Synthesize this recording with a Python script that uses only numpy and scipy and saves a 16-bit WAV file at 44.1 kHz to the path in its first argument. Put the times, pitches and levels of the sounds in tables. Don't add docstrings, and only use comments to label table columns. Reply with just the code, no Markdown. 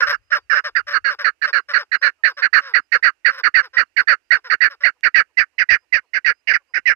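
import sys
import numpy as np
from scipy import signal
from scipy.fft import rfft, irfft, next_fast_len
from scipy.io import wavfile
from scipy.ndimage import uniform_filter1d, minimum_filter1d

SR = 44100
rng = np.random.default_rng(int(sys.argv[2]) if len(sys.argv) > 2 else 0)


def inscribe(sig):
    pcm = np.round(np.clip(np.atleast_2d(sig).T, -1, 1) * 32767)
    wavfile.write(sys.argv[1], SR, pcm.astype(np.int16))


def volts_from_db(level):
    exponent = np.asarray(level, float) / 20
    return 10 ** exponent


N = 306495
T = np.arange(N) / SR


def amp_one(x):
    return x / np.sqrt(np.mean(x ** 2) + 1e-20)


def butter(x, hz, kind, order=2):
    return signal.sosfilt(signal.butter(order, hz, kind, fs=SR, output="sos"), x)


def drift(rate_hz):
    settle = 9000
    return amp_one(butter(rng.standard_normal(N + settle), rate_hz, "low")[settle:])


def turns(hz):
    return 2 * np.pi * np.cumsum(hz * np.ones(N)) / SR


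def resonance(x, hz, width_hz):
    carrier = np.exp(1j * turns(hz))
    band = butter(x / carrier, width_hz / 2, "low", order=3)
    return (band * carrier).real / np.sqrt(width_hz / SR)


def phrase(notes, attack_s, onset_db, fall_share, end_db):
    gain, rows = np.zeros(N), np.array(notes)
    for start_s, length, level_db, _, _, slope_db in notes:
        fall_s = length * (1 - fall_share)
        times = start_s + np.array([0, .003, attack_s, .3 * length, fall_s, length, length + .012])
        shape_db = [-60, -20, onset_db - slope_db, 1 - slope_db, 1 + slope_db, end_db, end_db - 35]
        span = slice(max(int(times[0] * SR), 0), int(times[-1] * SR))
        gain[span] += volts_from_db(level_db + np.interp(T[span], times, shape_db))
    row = np.maximum(np.searchsorted(rows[:, 0], T) - 1, 0)
    done = np.clip((T - rows[row, 0]) / rows[row, 1], 0, 1.2)
    return gain, done, rows[row].T


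def syrinx(pitch_hz, clear, jitter, breath, limp):
    phase = turns(pitch_hz * (1 + jitter * drift(150)))
    cycle = np.floor(phase / (2 * np.pi))
    steady = clear * (1 + limp * drift(20) * (-1) ** cycle)
    chaos = np.sqrt(1 - np.clip(clear, 0, 1) ** 2) * rng.standard_normal(N)
    pulses = amp_one(np.diff(cycle, prepend=0) * (steady + chaos))
    return pulses + breath * rng.standard_normal(N), phase


def evened(x, share):
    power = uniform_filter1d(uniform_filter1d(x ** 2, size=120), size=120)
    return amp_one(x / np.sqrt(power + 0.00074) ** share)


def other_bird(notes, modes, low_db, second_db, hiss_db):
    gain, done, columns = phrase(notes, .006, onset_db=-5, fall_share=.4, end_db=-11)
    _, _, _, pitch, clear, _ = columns
    arch = 1.03 - .2 * (done - .25) ** 2 - .2 * done ** 4
    pulses, phase = syrinx(pitch * arch, clear=clear, jitter=.016, breath=.4, limp=.5)
    sink_hz = 380 * done ** 2.8
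    rasp = sum(volts_from_db(mode_db) * resonance(pulses, hz - sink_hz, width_hz) for hz, width_hz, mode_db in modes)
    hiss = np.zeros(N)
    for band_hz, level_db in [([7900, 11000], -2), ([11500, 14600], 8)]:
        band = butter(rng.standard_normal(N), band_hz, "band", order=3)
        hiss += volts_from_db(level_db + 4.0 * drift(20)) * band
    tone = volts_from_db(low_db) * np.sin(phase) + volts_from_db(second_db) * np.sin(2 * phase)
    return gain * (evened(rasp, share=2 / 3) + tone + volts_from_db(hiss_db) * hiss)


def hillside(x, bush_db, slope_db):
    t = T[:SR // 2]
    bush = volts_from_db(bush_db - 60 * t / 0.073) * rng.standard_normal(len(t))
    slope = volts_from_db(slope_db - 60 * t / 2.0) * butter(rng.standard_normal(len(t)), 2800, "low")
    return x + signal.fftconvolve(x, bush + slope)[:N]


def weather():
    # start_s (peak time), level_db
    gusts = [
        (.1, -52),
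        (.45, -72),
        (.8, -60),
        (1.05, -64),
        (6.95, -60),
    ]
    # band_hz, density_db (per Hz)
    air_colour = [(150, -25.5), (300, -6.5), (1600, -13), (2800, -2.5), (3400, -20.5), (5000, -15),
                  (15000, -32), (16000, -56.5)]
    # left_db, right_db
    air_sides_db = [-91.5, -69.5]
    breeze_db, breeze_db_per_s, fade_db_per_s = -85, -.6, 170
    flow = volts_from_db(breeze_db + breeze_db_per_s * T)
    for peak_s, peak_db in gusts:
        flow = flow + volts_from_db(peak_db - fade_db_per_s * np.abs(T - peak_s))
    wind = []
    for side in range(2):
        rumble = amp_one(butter(rng.standard_normal(N), [40, 95], "band", order=3))
        wind.append(volts_from_db(1.5 * drift(6)) * rumble)
    hz, density_db = np.transpose(air_colour)
    bins_hz = np.arange(N // 2 + 1) * SR / N
    colour = volts_from_db(np.interp(np.log(bins_hz + 1), np.log(hz), density_db))
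    hush = [amp_one(irfft(rfft(rng.standard_normal(N)) * colour, N)) for side in range(2)]
    return flow * volts_from_db([[3], [-6]]) * wind + volts_from_db(np.c_[air_sides_db]) * hush


def answer_notes():
    # start_s, length_s, level_db, pitch_hz, slope_db (late minus early)
    lone = [
        (0, .031, -22, 504.5, -4.5),
        (2.604, .127, -38, 542.4, 2.5),
    ]
    # start_s, gap_s, level_db, pitch_hz
    pairs = [(0.54, .097, -26, 588), (1.093, .091, -28.5, 573), (1.682, .094, -29, 575),
             (2.267, .098, -33.5, 555), (2.941, .098, -43, 570), (3.622, .107, -39.5, 512),
             (3.982, .104, -40, 560), (4.336, .102, -39.5, 507), (4.694, .108, -40.5, 560)]
    # start_s, lead_s, level_db, lift_db (second half), pitch_hz
    swells = [
        (0.061, .028, -22, 2.5, 570),
        (0.3, .044, -31, 7.5, 590),
        (0.865, .039, -29, .5, 576),
        (1.427, .04, -33.5, 5.5, 576),
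        (2.01, .043, -31.5, -1.5, 545),
        (3.281, .092, -39.5, 4, 538),
    ]
    notes = [(s, length, level_db, hz, .5, slope_db) for s, length, level_db, hz, slope_db in lone]
    pair_s, pair_lift_db, pair_clear, pair_slope_db = (.057, .059), 1.0, (.5, .6), (.3, 0.1)
    for s, gap, level_db, hz in pairs:
        levels_db = (level_db, level_db + pair_lift_db)
        notes += zip((s, s + gap), pair_s, levels_db, (hz, hz), pair_clear, pair_slope_db)
    overlap, second_s, swell_clear, swell_slope_db = 1.35, .044, (.4, .4), (1.5, .3)
    for s, lead, level_db, lift_db, hz in swells:
        lengths, levels_db = (overlap * lead, second_s), (level_db, level_db + lift_db)
        notes += zip((s, s + lead), lengths, levels_db, (hz, hz), swell_clear, swell_slope_db)
    return sorted(notes)


def answering_bird():
    # centre_hz, width_hz, level_db
    answer_modes = [(1670, 600, -4.5), (2730, 850, -18.5), (4060, 650, -20.5), (5290, 600, -16),
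                    (6000, 2100, -35)]
    clucks = other_bird(answer_notes(), answer_modes, low_db=-12.5, second_db=-8.5, hiss_db=-31)
    return hillside(clucks, -39, -88)


def caged_notes():
    # start_s, level_db, throat_hz (at the start)
    pickups = [(0.929, -12, 1496), (1.413, -14, 1755), (1.913, -13.5, 1834), (2.417, -11, 1776),
               (2.916, -9, 1862), (3.431, -9.5, 1781), (3.962, -10.5, 1835), (4.496, -10, 1784),
               (5.029, -9.9, 1878), (5.579, -12, 1982), (6.131, -15, 1973), (6.735, -15, 1941)]
    # start_s, level_db, throat_hz (at the start)
    stresses = [(1.04, -13, 1664), (1.526, -12, 1693), (2.021, -10, 1660), (2.526, -7, 1773),
                (3.024, -9.5, 1835), (3.539, -8, 1848), (4.071, -8.5, 1785), (4.603, -9, 1862),
                (5.141, -6, 1927), (5.686, -7.5, 1932), (6.243, -11, 1937), (6.853, -10.5, 2013)]
    # start_s, level_db, throat_hz (at the start)
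    closes = [(0.748, -14, 1803), (2.233, -10.5, 1835), (2.734, -10.5, 1932), (3.245, -9.5, 1905),
              (3.765, -9, 1894), (4.303, -9, 1889), (4.832, -10.5, 1954), (5.368, -11.5, 2013),
              (5.921, -12, 2024)]
    # start_s, length_s, level_db, throat_hz, slope_db (late minus early)
    loose = [(0.014, 0.065, -16.5, 1557, -8.4), (0.121, 0.041, -16, 1631, -0.2),
             (0.314, 0.056, -12.5, 1656, -1.9), (0.495, 0.066, -10, 1669, 1.5),
             (0.554, 0.053, -12, 1673, 0.2), (1.24, .066, -12.5, 1697, -2.3),
             (1.732, .059, -10.5, 1772, .5), (6.47, 0.069, -12, 2028, 1.8), (6.533, 0.043, -12.5, 1842, -1)]
    kinds = [(pickups, (.058, .0006, .0075, 0.0003, 1.6)),
             (stresses, (.078, .0008, .002, .0027, -.3)),
             (closes, (.063, .002, .015, .0001, -3.0))]
    notes = [(s, length, level_db, hz, 0, slope_db) for s, length, level_db, hz, slope_db in loose]
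    for rows, (length, grows, whistle, clears, slope_db) in kinds:
        for s, level_db, hz in rows:
            notes.append((s, length + grows * s, level_db, hz, whistle + clears * s, slope_db))
    return sorted(notes)


def caged_bird():
    # start_s, pitch_hz, beak_hz, push_db (breath)
    bout = [(0, 560, 5250, -54), (.6, 559, 5135, -58), (.9, 558, 4450, -65), (2, 600, 4307, -48),
            (3, 642, 4504, -38), (5, 640, 4490, -36.5), (5.6, 638, 4806, -36), (6.3, 619, 4624, -35),
            (6.95, 619, 5180, -38)]
    # centre_hz, width_hz, level_db
    near_side_modes = [(2757, 250, -25), (6415, 1200, -44), (742, 546, -35.5)]
    times, *columns = np.transpose(bout)
    pitch, beak_hz, push_db = [np.interp(T, times, column) for column in columns]
    gain, done, note = phrase(caged_notes(), 0.0053, onset_db=-4, fall_share=0.26, end_db=-14)
    start, length, _, open_hz, whistle_s, _ = note

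    glide = np.where(length < .073, .3, .13) * np.interp(T, [1.2, 2.4], [.45, 1])
    bend = .96 + glide * (1 - 2 * done) - .3 * done ** 7
    pulses, phase = syrinx(pitch * bend, clear=.84, jitter=.016, breath=.3, limp=.7)
    airy = .5 * pulses + rng.standard_normal(N)

    end_hz = 1400 + 20 * T
    bulge = 0.017 * np.sin(np.pi * np.minimum(done / .5, 1))
    throat_hz = open_hz * (1 + bulge + .035 * drift(30)) + (end_hz - open_hz) * done ** 1.04
    upper_db = np.interp(T, [0, 2.5, 4.5, 5.5], [-14.5, -10, -10.5, -6.5])
    throat = resonance(pulses, throat_hz, 486.0)
    throat = throat + volts_from_db(upper_db) * resonance(pulses, 1.3125 * throat_hz, 450.0)
    rasp = butter(throat, 1265, "high", order=4)

    raised_khz = (beak_hz - 4400) / 10 ** 3
    hoarse_s = (4.9, 5.5)
    beak_db = -17 - 9 * raised_khz - 16 * done ** 4
    shrill_db = -12 + 7 * raised_khz + np.interp(T, hoarse_s, (0, 7))
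    hiss = resonance(airy, np.interp(T, hoarse_s, (4700, 4950)), 1550)
    rasp = rasp + volts_from_db(beak_db) * (resonance(pulses, beak_hz, 460.0) + volts_from_db(shrill_db) * hiss)
    for hz, width_hz, mode_db in near_side_modes:
        rasp = rasp + volts_from_db(mode_db) * resonance(airy, hz, width_hz)
    hum = volts_from_db(-27 + 4.5 * drift(60)) * np.sin(phase) + volts_from_db(-28.5) * np.sin(2 * phase)
    rasp = evened(rasp, share=.58) + hum

    clear = np.clip((start + whistle_s - T) / .004 + .3, 0, 1) * (whistle_s > .007) * (T > .7)
    sing = turns(open_hz * (1 + .012 * drift(42)))
    whistle = volts_from_db(4.5) * np.sin(sing) + volts_from_db(-26.5) * np.sin(2 * sing) + volts_from_db(-41) * np.sin(3 * sing)
    mixed = clear * whistle + volts_from_db(-.2) * (1 - 0.75 * clear) * rasp
    return gain * butter(mixed, 7200, "low", order=6), volts_from_db(push_db)


def small_bird():
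    # start_s, length_s, top_hz, level_db
    whistles = [(0.108, .08, 4750, -64), (0.21, .09, 5030, -72), (0.395, .062, 4680, -71),
                (.6, .04, 4900, -70), (1.55, .1, 4957, -70), (1.965, .06, 4970, -62),
                (2.319, .062, 4900, -60), (2.79, .09, 5015, -70), (3.87, .014, 4323, -74),
                (3.9, .05, 4910, -84), (4.225, .08, 4900, -71), (5.77, .08, 5020, -68),
                (5.55, .048, 4150, -80.5), (5.87, .05, 4100, -82), (6.04, .07, 4250, -82),
                (6.43, .048, 3950, -79.5), (6.321, .099, 5000, -69), (6.668, .075, 4943, -69.5)]
    out = np.zeros(N)
    for start_s, length, top_hz, level_db in whistles:
        start_hz, end_hz = .925 * top_hz, .975 * top_hz
        u = np.linspace(0, 1, int(length * SR))
        rise = top_hz - (top_hz - start_hz) * (1 - u / .4) ** 2
        fall = top_hz - (top_hz - end_hz) * ((u - .4) / .6) ** 3
        tone = np.sin(2 * np.pi * np.cumsum(np.where(u < .4, rise, fall)) / SR)
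        out[int(start_s * SR):][:len(u)] += volts_from_db(level_db) * np.sin(np.pi * u) ** .6 * tone
    return hillside(out * volts_from_db(1.5 * drift(40)), -34.5, -73)


def distant_bird():
    # start_s, level_db, pitch_hz
    far_clucks = [(2.18, -75.5, 631.5), (4.94, -77.5, 500), (5.28, -79, 496), (5.52, -79, 500),
                  (5.81, -77.5, 500), (6.02, -74.5, 500), (6.445, -86, 512), (6.585, -75, 560),
                  (6.68, -74.5, 520)]
    # centre_hz, width_hz, level_db
    distant_modes = [(1100, 540, 15), (2200, 500, -3.5)]
    length_s, clear, slope_db = .05, .7, 3.0
    notes = [(s, length_s, level_db, hz, clear, slope_db) for s, level_db, hz in far_clucks]
    return other_bird(notes, distant_modes, low_db=-2.5, second_db=1.0, hiss_db=-58.5)


def twig():
    # start_s, level_db (peak)
    ticks = [
        (5.009, -39.5),
    ]
    clicks = np.zeros(N)
    for start_s, level_db in ticks:
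        clicks[int(start_s * SR):][:60] = volts_from_db(level_db - .5 * np.arange(60)) * rng.standard_normal(60)
    return butter(clicks, 6000, "low")


def scene():
    # start_s, balance_db (left minus right)
    answer_pan = [
        (0, 1),
        (1.8, 1),
        (2.4, -2),
        (5, -2.5),
    ]
    air = weather()
    answer = answering_bird()
    pan = volts_from_db(-np.interp(T, *np.transpose(answer_pan)))
    voice, push = caged_bird()
    near = hillside(voice, bush_db=-47, slope_db=-98)
    thud = volts_from_db(19) * push * butter(voice ** 2, [48, 98], "band", order=1)
    splash = volts_from_db(-50) * np.abs(voice) ** 4 * butter(rng.standard_normal(N), 10000, "high")
    spill = volts_from_db(-35 - 2.3 * T) * np.roll(butter(near, [1900, 5800], "band"), 18)
    whistles = small_bird()
    faint = distant_bird() + twig()
    left = spill + answer + faint + volts_from_db(np.interp(T, [0, 2], [-4, -12])) * whistles
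    right = near + thud + splash + pan * np.roll(answer, 5) + volts_from_db(1) * faint + volts_from_db(1.0) * whistles
    return np.array([left, right]) + air


def band_limit(x):
    return signal.sosfilt(signal.butter(12, 15700, fs=SR, output="sos"), x)


def record(dry):
    envelope = np.abs(signal.hilbert(dry, next_fast_len(N))[:, :N])
    over_db = np.maximum(20 * np.log10(envelope + 1e-9) + .3, 0)
    held_db = uniform_filter1d(-minimum_filter1d(-over_db, size=41), size=41)
    limited = np.clip(dry * volts_from_db(-.92 * held_db), -1, 1)
    return band_limit(limited)


dry = scene()
out = record(dry)
inscribe(out)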